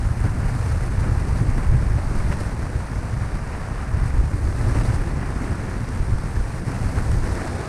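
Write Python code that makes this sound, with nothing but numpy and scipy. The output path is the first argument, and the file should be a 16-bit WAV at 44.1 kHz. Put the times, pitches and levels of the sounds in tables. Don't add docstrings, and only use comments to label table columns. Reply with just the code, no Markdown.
import sys
import numpy as np
from scipy import signal
from scipy.io import wavfile
from scipy.ndimage import uniform_filter1d

SR = 44100
rng = np.random.default_rng(int(sys.argv[2]) if len(sys.argv) > 2 else 0)


def pcm_store(signal):
    levels = np.round(np.clip(np.atleast_2d(signal), -1, 1) * 32767)
    wavfile.write(sys.argv[1], SR, levels.astype(np.int16).T)


N = 338688


def gain_of(db):
    return 10 ** (np.asarray(db) / 20)


def evened(x):
    return x / np.sqrt(np.mean(x ** 2) + 1e-20)


def curve(rows, column, t):
    rows = np.array(rows)
    return np.interp(t, rows[:, 0], rows[:, column])


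def bumps(rows, column, t):
    total = np.zeros(len(t))
    for row in rows:
        centre_s, length_s = row[0], row[1]
        near = slice(*np.searchsorted(t, [centre_s - length_s, centre_s + length_s]))
        phase = np.pi / 2 * (t[near] - centre_s) / length_s
        total[near] += row[column] * np.cos(phase) ** 2
    return total


def waver(lo_hz, hi_hz):
    t = np.arange(0, N + 64, 64) / SR
    hz = np.geomspace(lo_hz, hi_hz, num=40)[:, None]
    sines = np.sin(2 * np.pi * (hz * t + rng.random(hz.shape)))
    slow = (sines / np.sqrt(hz)).sum(0)
    return np.interp(np.arange(N) / SR, t, evened(slow))


def flutter(hz):
    band = signal.butter(2, [18, hz], "bandpass", fs=SR, output="sos")
    quick = evened(signal.sosfilt(band, rng.standard_normal(N)))
    return evened(quick + 0.25 * (quick ** 2 - 1))


def turbulence(points, size, patchy_db, tilt, pivot_hz=60):
    hop = size // 4
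    frames, hz = N // hop + 5, np.fft.rfftfreq(size, 1 / SR)
    real, imaginary, patches = rng.standard_normal((frames, len(hz), 3)).T
    patches = uniform_filter1d(patches, size=9, axis=0)
    patches = evened(uniform_filter1d(patches, size=7, axis=1))
    point_hz, point_db = np.transpose(points)
    colour_db = np.interp(np.log(hz + 1), np.log(point_hz + 1), point_db, left=-90, right=-90)[:, None]
    octaves = np.clip(np.log2((hz[:, None] + 10) / pivot_hz), -2, 1.3)
    lean_db = -octaves * tilt(np.arange(frames) * hop / SR)
    spectra = (real + 1j * imaginary) * gain_of(colour_db + lean_db + patchy_db * patches)
    return evened(signal.istft(spectra, nperseg=size, noverlap=size - hop)[1][:N])


def steadied(x, seconds, share):
    size = max(int(seconds * SR), 1)
    power = uniform_filter1d(uniform_filter1d(x ** 2, size), size)
    return evened(x / (abs(power) + 1e-3) ** (np.clip(share, 0, 1) / 2))


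# start_s, thrum_db, roar_db, hiss_db
AIRSTREAM = [(0, -36, -38, -49), (0.35, -33.5, -37, -49), (0.65, -37, -36.5, -47.0),
             (0.95, -34.5, -36.5, -48.5), (1.5, -32, -36.5, -48.5), (2, -35, -36.5, -49),
             (2.35, -30, -35.5, -46.5), (2.6, -35.5, -37.5, -49.5), (3.2, -35.5, -38.0, -50),
             (3.75, -38.5, -37, -51.0), (4.1, -34.5, -37, -50), (4.4, -35, -39.5, -49.5),
             (4.8, -30, -33.5, -44.5), (5.15, -33, -37.5, -50), (5.5, -34, -36, -49),
             (5.85, -33.5, -38.5, -49.5), (6.5, -35.5, -38, -48.5), (6.8, -31.5, -35.5, -46.5),
             (7.1, -32.5, -36.5, -46), (7.4, -31, -33.7, -44.5), (7.68, -35.5, -34.5, -47)]
# centre_s, length_s, thrum_lift_db, roar_lift_db, hiss_lift_db
SHORT_GUSTS = [(0.259, 0.038, 4, 4, 2), (0.372, 0.03, 2, -1, -1), (0.434, 0.017, 0, 1.5, -2),
               (0.708, 0.027, 1, 1, 2.4), (0.913, 0.019, 7.5, 0, 2), (1.006, 0.017, -2, 0, 3.5),
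               (1.04, 0.012, 0, 3.5, 0), (1.205, 0.014, 0, 1.5, 3), (1.292, 0.013, 0, 1.5, 3),
               (1.585, 0.02, 6, 2.5, 1), (1.645, 0.013, 0, 3.5, 0), (1.987, 0.012, 3, 4.5, 1),
               (2.157, 0.013, 0, 0, 2.7), (2.205, 0.012, -2, 4.5, 2), (2.368, 0.028, -2, -2, -2),
               (4.645, 0.015, 2, 3, 0), (4.787, 0.011, 1, 2.5, 0.5), (4.817, 0.012, 3, 3, 1),
               (4.879, 0.02, -9, -0.5, 0), (5.105, 0.012, 0, 1, 1), (5.134, 0.011, 0, -2, -2.5),
               (5.681, 0.024, 4, 1, 0), (6.37, 0.012, 4, 3, 1), (6.732, 0.013, 0, 3, -2),
               (6.917, 0.012, 0, 0, -1), (7.119, 0.015, 0, 2, 3), (7.545, 0.018, 2, -1, -1),
               (0.494, 0.02, -1, 4.5, 3), (0.555, 0.041, 4.5, 1, 1.4), (0.898, 0.033, -3, -3.5, -3),
               (1.068, 0.035, 9, 3, 1), (1.377, 0.032, 0.5, 1.0, 3.1), (1.425, 0.052, 5, 0.1, 0.1),
               (1.51, 0.032, 1, 0.9, 0.4), (1.736, 0.024, 2, 4, 0), (2.06, 0.063, 0.5, -1, 0),
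               (2.325, 0.015, -5, 7, 3.1), (2.405, 0.015, -1, 3, 3.5), (2.444, 0.04, -2, 1, 1.5),
               (2.56, 0.056, -0.5, -2.5, -2), (3.238, 0.049, 1, 2, 1), (3.387, 0.053, 3, -0.3, 0),
               (3.545, 0.023, -1.3, 3.5, 1), (4.07, 0.049, -1, 0.5, 3.5), (4.764, 0.024, 5.5, 2.5, 1.7),
               (4.834, 0.018, -3, -6, -6), (4.854, 0.035, 2, 0, 3.1), (4.95, 0.027, -5, 0.5, 3.5),
               (5.054, 0.027, 1, -0.5, -1), (5.228, 0.028, 2, 3.5, -0.1), (5.445, 0.059, 6.5, 1.5, 3),
               (5.951, 0.06, 1.5, 2, 1.5), (6.63, 0.056, 3, -3.5, -2.7), (6.705, 0.06, 1.5, 1, 0),
               (6.979, 0.034, 1, 6, 2), (7.084, 0.034, 2, 1, 0.5), (7.199, 0.059, -1.5, -2.5, -1.5),
               (7.263, 0.028, 0.5, 3.5, 1.7), (7.41, 0.045, -2, 1, -0.5)]
# start_s, thrum_tilt_db_per_octave, roar_tilt_db_per_octave, hiss_tilt_db_per_octave
COLOUR_DRIFT = [(0, 2, -0.27, -1), (2.3, 0.5, 0.1, 0), (3.4, 5, -0.42, 0.8), (4.4, -4, -0.57, -0.5),
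                (5.6, -1.3, -0.81, 1), (7.0, 0, 0.22, -0.5), (7.68, -10, 0.96, 2)]
# pitch_hz, relative_level_db (density per Hz)
HISS_COLOUR = [(1760, 0.5), (3000, -12), (3360, -4.5), (4580, 0.5), (6000, -1), (7300, -4.5), (8000, -1.5),
               (8940, 0.5), (11900, -14), (14000, -25.5), (14900, -33)]


def gaps(t, gust, surge):
    hiss = turbulence(HISS_COLOUR, size=256, patchy_db=0.62,
                      tilt=lambda s: curve(COLOUR_DRIFT, 3, s), pivot_hz=6500)
    level_db = curve(AIRSTREAM, 3, t) + bumps(SHORT_GUSTS, 4, t)
    level_db += 0.85 * gust + 0.47 * surge + 0.98 * flutter(460)
    return gain_of(level_db) * steadied(hiss, 0.081, 0.49)


# pitch_hz, relative_level_db (density per Hz)
THRUM_COLOUR = [(110, -5), (160, 0), (250, -3.5), (340, -8), (450, -17.5), (700, -31)]
# pitch_hz, relative_level_db (density per Hz)
ROAR_COLOUR = [(240, -24), (400, -1.5), (600, -3), (900, -4), (1250, -6), (1750, -7.5), (2240, -13.5),
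               (2800, -20.5), (3200, -27.5), (4290, -54)]


def skin(t, gust, surge):
    thrum = turbulence(THRUM_COLOUR, size=2048, patchy_db=1.0,
                       tilt=lambda s: curve(COLOUR_DRIFT, 1, s), pivot_hz=250)
    roar = turbulence(ROAR_COLOUR, size=512, patchy_db=0.78,
                      tilt=lambda s: curve(COLOUR_DRIFT, 2, s), pivot_hz=1000)
    thrum_db = curve(AIRSTREAM, 1, t) + bumps(SHORT_GUSTS, 2, t)
    thrum_db += 1.17 * waver(5.4, 20) + 1.14 * surge + 0.73 * gust
    roar_db = curve(AIRSTREAM, 2, t) + bumps(SHORT_GUSTS, 3, t)
    roar_db += 1.04 * gust + 0.45 * surge + 0.89 * flutter(340)
    thrum = gain_of(thrum_db) * steadied(thrum, 0.054, 0.57)
    roar = gain_of(roar_db) * steadied(roar, 0.036, 0.5)
    return thrum + roar


# start_s, level_db, tilt_db_per_octave
DRAUGHT_DRIFT = [(0, -27, -6), (0.3, -21.5, -1.5), (1, -20.5, -3), (1.5, -19.5, -1.5), (1.8, -18, 0.7),
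                 (2.25, -21.5, 1), (2.5, -25.5, -1.2), (2.9, -28, -2.5), (3.25, -23, -1.5),
                 (3.6, -29.5, 0.5), (3.85, -26, -1.5), (4.0, -20, -3), (4.5, -22.5, -3.5),
                 (4.85, -19, -2.0), (5.2, -24.5, -1.2), (5.65, -27, -1), (6.15, -22.5, 0),
                 (6.65, -27.5, -1.5), (6.9, -24, -1), (7.2, -20, -1), (7.4, -27, 1.5), (7.68, -31.5, -12.5)]
# centre_s, length_s, lift_db, tilt_db_per_octave
EDDIES = [(0.065, 0.066, 4, -3), (0.183, 0.019, -4, 1), (2.368, 0.026, -7, 0), (3.306, 0.018, -7, 3),
          (3.991, 0.016, -7, -2), (5.041, 0.029, -8, 0), (5.877, 0.018, -6, -1), (6.198, 0.026, -5, -2),
          (6.641, 0.02, -11, 4), (6.938, 0.034, -2, -1), (0.22, 0.077, 2.5, 0), (0.259, 0.013, 4, -5.5),
          (0.449, 0.026, 5.5, -8), (1.117, 0.031, 6, 5), (1.416, 0.028, 0, -6.7), (1.677, 0.07, 4.5, 4.5),
          (1.74, 0.044, 2, -7), (1.941, 0.083, 0.5, -2), (2.184, 0.054, 5, 4.5), (2.281, 0.056, 6, 1.5),
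          (2.624, 0.045, 3.5, 3.5), (3.622, 0.035, 8.5, 1), (3.946, 0.034, 6, 5), (4.195, 0.029, 7, 6.5),
          (4.6, 0.034, 4, 1.5), (4.77, 0.051, 4, -1.5), (5.014, 0.05, 4.5, 0), (5.158, 0.035, 2.5, -6.5),
          (5.353, 0.026, 4, 0), (6.021, 0.062, 4.5, 3.5), (6.136, 0.051, 4, -4), (6.376, 0.048, 8.5, 6),
          (6.675, 0.034, 2.5, -1), (6.864, 0.062, 5.5, 0.5), (6.984, 0.038, 8.5, 2), (7.088, 0.034, 5, 7),
          (7.21, 0.081, 4.5, 2.5)]
# pitch_hz, relative_level_db (density per Hz)
BUFFET_COLOUR = [(4.7, -34), (8, -3), (20, 1), (40, 3.5), (90, -0.04), (125, -2.5), (145, -13.5),
                 (160, -17), (200, -31.5), (300, -72)]


def buffet(t, gust):
    lumps = turbulence(BUFFET_COLOUR, size=4096, patchy_db=1.7,
                       tilt=lambda s: curve(DRAUGHT_DRIFT, 2, s) + bumps(EDDIES, 3, s))
    level_db = curve(DRAUGHT_DRIFT, 1, t) + bumps(EDDIES, 2, t)
    level_db += 1.6 * waver(4, 14) + 2.23 * waver(14, 90) + 0.36 * gust
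    return gain_of(level_db) * steadied(lumps, 0.035, 0.57)


def surge_of(lumps):
    quick, slow = uniform_filter1d(lumps ** 2, size=500), uniform_filter1d(lumps ** 2, size=9000)
    surge = np.log(abs(quick) / (abs(slow) + 1e-9) + 0.1)
    return evened(surge - surge.mean())


CALM_DB, ROUGHENING = -35, 0.59


def scene():
    t = np.arange(N) / SR
    gust = flutter(114) + 0.46 * waver(4, 16)
    gust = gust * gain_of(ROUGHENING * (curve(AIRSTREAM, 2, t) - CALM_DB))
    lumps = buffet(t, gust)
    surge = surge_of(lumps)
    return (gaps(t, gust, surge) + skin(t, gust, surge) + lumps)[None]


LOW_CUT_HZ, EDGE_HZ = 11, 15000


def record(dry):
    ceiling = 0.61
    low_cut = signal.butter(2, LOW_CUT_HZ, "highpass", fs=SR, output="sos")
    audible = signal.sosfilt(low_cut, dry)
    soft = ceiling * np.tanh(audible / ceiling)
    band_limit = signal.firwin(511, EDGE_HZ, window=("kaiser", 9), fs=SR)
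    return signal.oaconvolve(soft, band_limit[None], "same")


dry = scene()
out = record(dry)
pcm_store(out)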